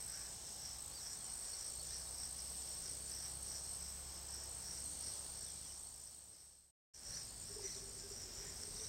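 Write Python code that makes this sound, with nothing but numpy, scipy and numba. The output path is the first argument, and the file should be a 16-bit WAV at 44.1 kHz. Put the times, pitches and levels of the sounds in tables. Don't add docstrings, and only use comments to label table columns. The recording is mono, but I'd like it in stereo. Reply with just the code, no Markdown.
import sys
import numpy as np
from scipy import signal
from scipy.fft import rfft, irfft
from scipy.io import wavfile
from scipy.ndimage import uniform_filter1d
from numba import njit

SR = 44100
rng = np.random.default_rng(int(sys.argv[2]) if len(sys.argv) > 2 else 0)


def voltage_ratio(level):
    return 10 ** (np.asarray(level, float) / 20)


def store_wav(level_fs):
    pcm = np.round(np.clip(np.atleast_2d(level_fs), -1, 1) * 32767)
    wavfile.write(sys.argv[1], SR, pcm.T.astype(np.int16))


N = 391608
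TIME = np.arange(N) / SR
TURN_S = 6.8
TOP_HZ = 15800

# (time [s], gain [0-1])
FADE_GAIN = [(0, 1), (5.2, 1), (6.705, .07), (6.712, 0), (6.936, 0), (6.945, .3), (7.1, 1), (8.88, 1)]
# (time [s], high group level [dB], low group level [dB], right group level [dB])
TRILL_LEVELS = [(0.0, -51, -46, -60), (0.3, -57, -48.5, -62), (1.05, -56, -48.5, -62),
                (1.2, -47.5, -48.5, -63), (2.4, -48, -46.5, -62), (3.0, -46.5, -49, -64),
                (3.75, -48, -46, -63), (3.85, -55, -48, -64), (4.6, -51, -49, -62),
                (4.9, -45.5, -49.5, -63), (5.3, -45.5, -49.5, -58), (5.8, -48.5, -49, -57),
                (6.69, -48, -47, -57), (6.94, -50.5, -55.5, -59.5), (8.15, -52.5, -56, -61),
                (8.25, -62, -56, -64), (8.45, -60, -55, -63), (8.6, -50, -55, -59), (8.88, -49, -54.5, -57)]
# (group [0 high, 1 low, 2 right], wing strokes [1/s], pitch at stroke start [Hz],
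# fall of pitch [0-1], level in the group [dB], left minus right [dB])
TRILL_SINGERS = [(0, 54.3, 4460, .085, -0.5, 34), (0, 55.5, 4390, .1, -10.5, 22),
                 (1, 52.6, 4244, .13, -3.5, 24.5), (1, 56.2, 4205, .1, -7.5, 34),
                 (1, 53.6, 4308, .12, -5, 16.5), (0, 50.9, 4115, .08, -13, 21),
                 (2, 52.8, 4144, .1, -9.5, 0.5), (2, 56.3, 4310, .1, -7, -8.5),
                 (2, 54.6, 4430, 0, -10.5, -9.5), (2, 51.7, 4050, .09, -7.5, -4.5),
                 (0, 54.4, 4760, .06, -15.5, 14)]
# (frequency [Hz], relative level [dB])
WING_RADIATION = [(3700, -23.5), (4200, -19), (4600, -9), (7400, -1), (8400, 2), (8750, 0), (9300, -14),
                  (11300, -18.5), (12400, -13), (12900, -27), (14000, -30)]

# (peak time [s], level [dB], rise [s], fall [s])
CICADA_SWELLS = [(0, -54, .1, .08), (.15, -47.5, .06, .17), (.5, -54, .15, .1), (.69, -47, .1, .1),
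                 (1.06, -47.5, .1, .1), (1.28, -53.5, .07, .12), (1.6, -48.5, .22, .13),
                 (1.92, -46.5, .08, .14), (2.23, -48, .13, .07), (2.39, -48.5, .06, .15),
                 (2.72, -51.5, .16, .07), (2.87, -47, .06, .09), (3.2, -46.5, .12, .13),
                 (3.54, -46.5, .09, .09), (3.88, -50, .1, .08), (3.7, -54, .1, .1), (4.13, -51, .08, .08),
                 (4.39, -49.5, .17, .1), (4.74, -46.5, .12, .09), (5.09, -47, .08, .11),
                 (5.45, -49.8, .11, .16), (5.72, -49, .12, .08), (6.06, -52, .12, .1),
                 (6.38, -49.5, .09, .22), (6.94, -45, .05, .06), (7.14, -44.5, .11, .11),
                 (7.48, -51, .06, .15), (7.68, -45, .09, .2), (7.98, -52, .1, .1), (8.2, -48, .17, .09),
                 (8.41, -47.8, .11, .13), (8.61, -48.5, .1, .08), (8.84, -44.5, .14, .1)]
# (multiple of the centre [1], width [Hz], relative level [dB])
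DRUM_RESONANCES = [(.3, 726, -18), (1, 623, -0.5), (1.172, 684, -13), (1.74, 800, -21.5), (2, 510, -28)]
CICADA_REST_DB = -60
DRUM_CENTRE_HZ, DRUM_HZ_PER_DB, DRUM_USUAL_DB = 5520, (12, 34), -49
CICADA_PAN_DB = (-18, -25)

# (first chirp [s], last chirp [s], first level [dB], last level [dB])
CHIRP_BOUTS = [(.166, .287, -51, -49), (.866, 1.826, -49, -48), (2.578, 3.545, -49, -53),
               (4.259, 4.74, -53, -52), (4.912, 6.241, -54, -49), (6.93, 8.455, -55, -49)]
CHIRP_EVERY_S = .119
CHIRP_PAN_DB = (9, -2)

# (start [s], length [s], start pitch [Hz], end pitch [Hz], mean level [dB])
BIRD_NOTES = [(.91, .04, 4100, 4760, -60), (.95, .025, 4770, 4680, -53), (.975, .1, 4660, 3300, -62.5),
              (1.135, .1, 4400, 3300, -67), (1.24, .08, 3250, 2920, -69), (1.44, .018, 3650, 4800, -56),
              (1.53, .012, 4200, 4700, -55), (1.745, .035, 3600, 4200, -68), (1.78, .032, 4200, 4500, -55),
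              (1.885, .085, 3350, 4700, -66), (2.065, .02, 3950, 3800, -63), (2.225, .025, 4000, 3300, -64),
              (5.12, .06, 4000, 3300, -70), (5.26, .03, 3980, 3900, -67), (5.39, .03, 4600, 4750, -62),
              (5.42, .105, 4700, 3300, -65), (5.59, .08, 4260, 3300, -66), (5.69, .035, 3050, 2950, -66),
              (5.52, .06, 2400, 2300, -68), (5.82, .055, 3400, 4780, -64), (6.13, .1, 3400, 4500, -66),
              (7.125, .015, 4000, 4300, -52), (7.145, .013, 4400, 4750, -52), (7.29, .015, 4100, 4300, -60),
              (7.315, .03, 4100, 4800, -63), (7.64, .035, 5950, 5750, -45), (7.69, .03, 5600, 6000, -49),
              (7.717, .015, 3990, 4670, -55), (7.79, .015, 4000, 4750, -59), (7.675, .015, 4500, 4050, -56),
              (7.91, .008, 4220, 4700, -59), (8.845, .015, 3600, 4040, -58)]
FALL_BEND, BIRD_DB_PER_KHZ = 2.2, 6
# (start [s], end [s], peak level before wavering [dB])
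TWITTER_SPANS = [(7.09, 7.11, -59), (7.162, 7.18, -59), (7.61, 7.81, -61), (8.708, 8.81, -54.5),
                 (8.81, 8.88, -60)]
TWITTER_HZ, TWITTER_SWING_HZ, TWITTER_RATE_HZ = 4350, 560, 46

# (time [s], peak level [dB], time from the peak to 1/e [s])
FLAME_PUFFS = [(7.513, -53, .019), (7.57, -46, .009), (7.591, -47, .006), (7.61, -48, .009),
               (7.652, -45.5, .014), (7.775, -54, .015), (7.85, -56, .022), (7.89, -58, .018),
               (7.977, -57, .018), (8.055, -53.5, .022), (8.119, -49.5, .012), (8.27, -55.7, .016),
               (8.409, -55, .014), (8.46, -56.5, .017), (8.646, -60, .016), (8.682, -54.5, .012),
               (8.752, -59, .008), (8.821, -55, .032)]
# (time [s], frequency [Hz])
CAVITY_PITCH = [(7.5, 400), (7.59, 422), (7.65, 385), (8.12, 398), (8.27, 372), (8.4, 395), (8.7, 410),
                (8.82, 438)]
# (time [s], frequency [Hz], peak level [dB])
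DRY_TICK = (7.595, 860, -51)
# (centre frequency [Hz], level at the height [dB], start [s], end [s])
HISS_SWELLS = [(1600, -63, .04, .36), (2020, -63, 7.6, 7.76), (1850, -64, 8.35, 8.58)]

# (time [s], firing rate [Hz], level [dB])
FAR_ENGINE = [(0.0, 28.7, -62), (0.18, 29.7, -74), (0.74, 30.7, -65), (1.02, 29.7, -71), (1.43, 30.7, -69),
              (1.62, 30, -76), (1.78, 31.74, -63), (3.63, 33.1, -61.5), (5.62, 33.87, -63.5),
              (6.0, 34, -66), (6.68, 34.1, -63)]
FAR_ENGINE_ORDERS = [-21, 1.5, -10, -11.5, -10.5]
# (time [s], firing rate [Hz], level [dB])
SLOWING_ENGINE = [(6.95, 51.8, -69), (7.126, 54.33, -69), (8.88, 40.8, -64.5)]
SLOWING_ENGINE_ORDERS = [0, -0.5, -16]
# (frequency [Hz], level [dB], start [s], end [s])
FAINT_TONES = [(165, -78, 7, 8.88), (1110, -83, 7, 8.88), (1590, -77, 8.0, 8.14), (575, -74, 7.05, 7.2),
               (237, -75.5, 7, 8.88), (757, -81, 0.2, 3.3), (826, -76, .3, .9), (1106, -82, 0, 4.3),
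               (330, -74.5, 4.1, 4.2), (330, -74.5, 5, 5.1)]
# (frequency [Hz], left and right before the silence [dB per Hz], left and right after it
# [dB per Hz], likeness of the two ears [-1 to 1])
AIR_SPECTRUM = [(15, -105, -105, -105, -105, 0.81), (35.1, -83.5, -84, -79, -81.5, 0.75),
                (109, -88, -86.5, -85.5, -85, 0.92), (257, -92, -94.5, -94, -93, 0.6),
                (775, -90.5, -92, -93, -95, 0.16), (1200, -96, -95, -98, -98.5, -.1),
                (2430, -100, -99, -101, -100, -0.093), (3300, -95.5, -98, -98.5, -99, 0.09),
                (4500, -93, -98, -94.5, -99, -0.28), (6200, -92, -87.5, -95, -91, 0.02),
                (7400, -91, -93, -89, -94, 0), (9200, -95.5, -100, -99.5, -99, 0),
                (10000, -104, -105.5, -107, -106, -0.061), (11120, -100.5, -108, -102, -106, 0),
                (13500, -104, -103, -105, -103, -0.16), (14300, -107, -107, -109, -108, 0),
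                (15600, -102, -107, -106, -107, 0.33)]


def curve(rows):
    s, *columns = np.transpose(rows)
    return [np.interp(TIME, s, c) for c in columns]


def unit(x):
    return x / np.sqrt(np.mean(x ** 2))


def walk(rate):
    hold = int(SR / rate)
    steps = np.repeat(rng.standard_normal(N // hold + 1), hold)
    return 1.3 * uniform_filter1d(uniform_filter1d(steps, hold), hold)[:N]


def turned(pair):
    return np.where(TIME < TURN_S, *pair)


def place(x, pan_db):
    left_db = np.minimum(pan_db, 0 * x)
    right_db = np.minimum(-pan_db, 0 * x)
    return x * voltage_ratio(np.array([left_db, right_db]))


def cycles(hz):
    return np.cumsum(hz + 0 * TIME) / SR


def foliage(x, t60, wet_db, sway=6):
    age = np.arange(int(SR / 4)) / SR
    tails = rng.standard_normal((2, 2, len(age))) * np.exp(-np.log(1000) * age / t60)
    tails /= np.sqrt(np.sum(tails ** 2, axis=2, keepdims=True))
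    angle = np.pi * walk(sway)
    echo = 0
    for blend, tail in zip((np.cos, np.sin), tails):
        echo = echo + signal.oaconvolve(x * blend(angle), tail, axes=1)[:, :N]
    return x + voltage_ratio(wet_db) * echo


@njit
def svf(x, hz, width):
    y, band, low = np.empty(len(x)), 0., 0.
    for i in range(len(x)):
        g, k = np.tan(np.pi * hz[i] / SR), width / hz[i]
        v = (band + g * (x[i] - low)) / (1 + g * (g + k))
        band, low, y[i] = 2 * v - band, low + 2 * g * v, k * v
    return y


def glide(rows, edge):
    out, (s, hz, db) = np.zeros(N), np.transpose(rows)
    span = slice(max(int((s[0] - edge) * SR), 0), int((s[-1] + edge) * SR))
    t = TIME[span]
    gate = np.clip(np.minimum(t - s[0], s[-1] - t) / edge + .5, 0, 1)
    phase = 2 * np.pi * np.cumsum(np.interp(t, s, hz)) / SR
    out[span] = np.sqrt(2) * gate * voltage_ratio(np.interp(t, s, db)) * np.sin(phase)
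    return out


def trillers(closing=.72, skew=1.47, scatter_db=1.5, unsteady=.009):
    near, far = np.zeros((2, 2, N))
    group_db = curve(TRILL_LEVELS)
    for group, rate, top_hz, fall, db, pan_db in TRILL_SINGERS:
        turn = (cycles(rate * (1 + .004 * walk(3))) + rng.random()) % 1
        stroke = np.minimum(turn / closing, 1)
        swell = np.sin(np.pi * stroke ** skew) * voltage_ratio(scatter_db * walk(rate))
        hz = top_hz * (1 - fall * stroke ** 2 + unsteady * walk(rate))
        phase = 2 * np.pi * cycles(hz)
        wing_hz, wing_db = np.transpose(WING_RADIATION)
        song = swell * sum(voltage_ratio(np.interp(k * hz, wing_hz, wing_db)) * np.sin(k * phase) for k in (1, 2, 3))
        side = far if int(group) == 2 else near
        side += place(unit(song) * voltage_ratio(db + group_db[int(group)]), pan_db)
    return foliage(near, t60=0.11, wet_db=-6) + foliage(far, t60=0.096, wet_db=-0.5)


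def cicada(rate=260, scatter_db=4, hiss_db=0, wander_hz=35):
    power = voltage_ratio(2 * CICADA_REST_DB)
    for s, level_db, rise, fall in CICADA_SWELLS:
        reach = np.where(TIME < s, rise, fall)
        power = power + voltage_ratio(2 * level_db) * np.exp(-2 * ((TIME - s) / reach) ** 2)
    db = 10 * np.log10(power)
    hz = DRUM_CENTRE_HZ + turned(DRUM_HZ_PER_DB) * (db - DRUM_USUAL_DB) + wander_hz * walk(3)
    click_size, click_sign, hiss = rng.standard_normal((3, N))
    turns = np.floor(cycles(rate * (1 + .35 * walk(70))))
    clicks = np.diff(turns, prepend=0) * voltage_ratio(scatter_db * click_size) * np.sign(click_sign)
    push = unit(clicks) + voltage_ratio(hiss_db) * hiss
    song = 0
    for multiple, width, level_db in DRUM_RESONANCES:
        ring = push
        for _ in range(3):
            ring = svf(ring, multiple * hz, 2. * width)
        song = song + voltage_ratio(level_db) * unit(ring)
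    return foliage(place(song * voltage_ratio(db), turned(CICADA_PAN_DB)), t60=0.06, wet_db=-5)


def chirper(hz=7120, period=.014, length=.009, fall=.05, late_s=.003, scatter_db=1.2):
    out, age = np.zeros(N), np.arange(int(length * SR)) / SR
    bouts = []
    for a, b, first_db, last_db in CHIRP_BOUTS:
        count = round((b - a) / CHIRP_EVERY_S) + 1
        bouts.append(np.linspace((a, first_db), (b, last_db), count))
    chirps = np.vstack(bouts)
    chirps = chirps + rng.standard_normal(chirps.shape) * (late_s, scatter_db)
    chance = rng.standard_normal((len(chirps), 4, 3))
    for (s, db), row in zip(chirps, chance):
        for k, stroke_db in enumerate([-2, 0, -0.5, 0.0]):
            stroke_hz = hz * (1 + 0.0043 * row[k, 1])
            phase = 2 * np.pi * stroke_hz * age * (1 - fall * (age / length - 1) / 2)
            level = voltage_ratio(db + stroke_db + 1.5 * row[k, 0])
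            i = int((s + k * period + 0.00051 * row[k, 2] - length / 2) * SR)
            out[i:i + len(age)] += np.sin(np.pi * age / length) * np.sin(phase) * level
    return foliage(place(out, turned(CHIRP_PAN_DB)), t60=0.073, wet_db=-10)


def birds(waver_db=3, twitter_waver_db=5):
    u, song = np.linspace(0, 1, num=12), 0
    for s, length, a, b, db in BIRD_NOTES:
        hz = b + (a - b) * (1 - u) ** (FALL_BEND if a > b else 1)
        note_db = db + BIRD_DB_PER_KHZ * (hz - hz.mean()) / 1e3
        song = song + glide(np.transpose([s + u * length, hz, note_db]), edge=0.0049)
    swing = np.cos(2 * np.pi * cycles(TWITTER_RATE_HZ * (1 + .25 * walk(30))))
    hz = TWITTER_HZ + TWITTER_SWING_HZ * voltage_ratio(2.5 * walk(40)) * swing
    on = 0
    for a, b, db in TWITTER_SPANS:
        on = on + voltage_ratio(db) * np.clip(np.minimum(TIME - a, b - TIME) / .005 + .5, 0, 1)
    twitter = on * voltage_ratio(twitter_waver_db * walk(120)) * np.sin(2 * np.pi * cycles(hz))
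    return foliage(place(song * voltage_ratio(waver_db * walk(60)) + twitter, -16), t60=.2, wet_db=-9)


def hollow(roar_db=-66):
    hz = curve(CAVITY_PITCH)[0]
    roar = voltage_ratio(roar_db) * unit(svf(rng.standard_normal(N), hz, 65.0)) * (TIME > FLAME_PUFFS[0][0])
    swell = sum(voltage_ratio(db) * np.exp(-((TIME - t) / length) ** 2) for t, db, length in FLAME_PUFFS)
    puffs = swell * np.sin(2 * np.pi * cycles(hz))
    t, tick_hz, db = DRY_TICK
    tick = voltage_ratio(db) * np.exp(-((TIME - t) / 0.0026) ** 2) * np.sin(2 * np.pi * tick_hz * (TIME - t))
    return place(roar + puffs, 3.6) + tick


def hisses(width=260.):
    noise, out = rng.standard_normal(N), 0
    for hz, db, a, b in HISS_SWELLS:
        swell = np.sin(np.pi * np.clip((TIME - a) / (b - a), 0, 1))
        out = out + swell * voltage_ratio(db) * unit(svf(noise, hz + 0 * TIME, width))
    return place(out, -5)


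def engine(rows, orders_db, flutter_db):
    hz, db = curve(rows)
    phase = 2 * np.pi * cycles(hz * (1 + 0.0059 * walk(6)))
    on = (TIME >= rows[0][0] - .05) & (TIME < rows[-1][0] + .05)
    drone = 0
    for order, order_db in enumerate(orders_db, 1):
        drone = drone + voltage_ratio(order_db + flutter_db * walk(9)) * np.sqrt(2) * np.sin(order * phase)
    return on * voltage_ratio(db) * drone


def hums():
    return sum(glide([(a, hz, db), (b, hz, db)], edge=.04) * voltage_ratio(4.4 * walk(25)) for hz, db, a, b in FAINT_TONES)


def air(flicker_db=1.1):
    hz = np.maximum(np.arange(N // 2 + 1) * SR / N, 1)
    table = np.transpose(AIR_SPECTRUM)
    *db, alike = (np.interp(np.log(hz), np.log(table[0]), c) for c in table[1:])
    alike = np.clip(alike, -1, 1)
    mid, side = rfft(rng.standard_normal((2, N)))
    shared, opposed = np.sqrt(1 + alike) * mid, np.sqrt(1 - alike) * side
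    ears = np.array([shared + opposed, shared - opposed]) * np.sqrt(SR) / 2
    octave = np.round(np.log2(hz / 30)).clip(0, 9)
    before = 0
    for k in range(10):
        band = irfft(ears * voltage_ratio(np.array(db[:2])) * (octave == k), N)
        before = before + band * voltage_ratio(flicker_db * walk(5))
    after = irfft(ears * voltage_ratio(np.array(db[2:])), N) * voltage_ratio(flicker_db * walk(4))
    return np.where(TIME < FADE_GAIN[4][0], before, after)


def scene():
    engines = engine(FAR_ENGINE, FAR_ENGINE_ORDERS, flutter_db=1.6)
    engines = engines + engine(SLOWING_ENGINE, SLOWING_ENGINE_ORDERS, flutter_db=1)
    return trillers() + cicada() + chirper() + birds() + hollow() + hisses() + engines + hums() + air()


def top_cut(x):
    return signal.sosfilt(signal.butter(12, 15990, fs=SR, output="sos"), x)


def record(dry):
    faded = dry * curve(FADE_GAIN)[0]
    low_pass = signal.ellip(10, .2, 70, TOP_HZ, fs=SR, output="sos")
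    mix = signal.sosfilt(low_pass, faded)
    return top_cut(mix)


dry = scene()
out = record(dry)
store_wav(out)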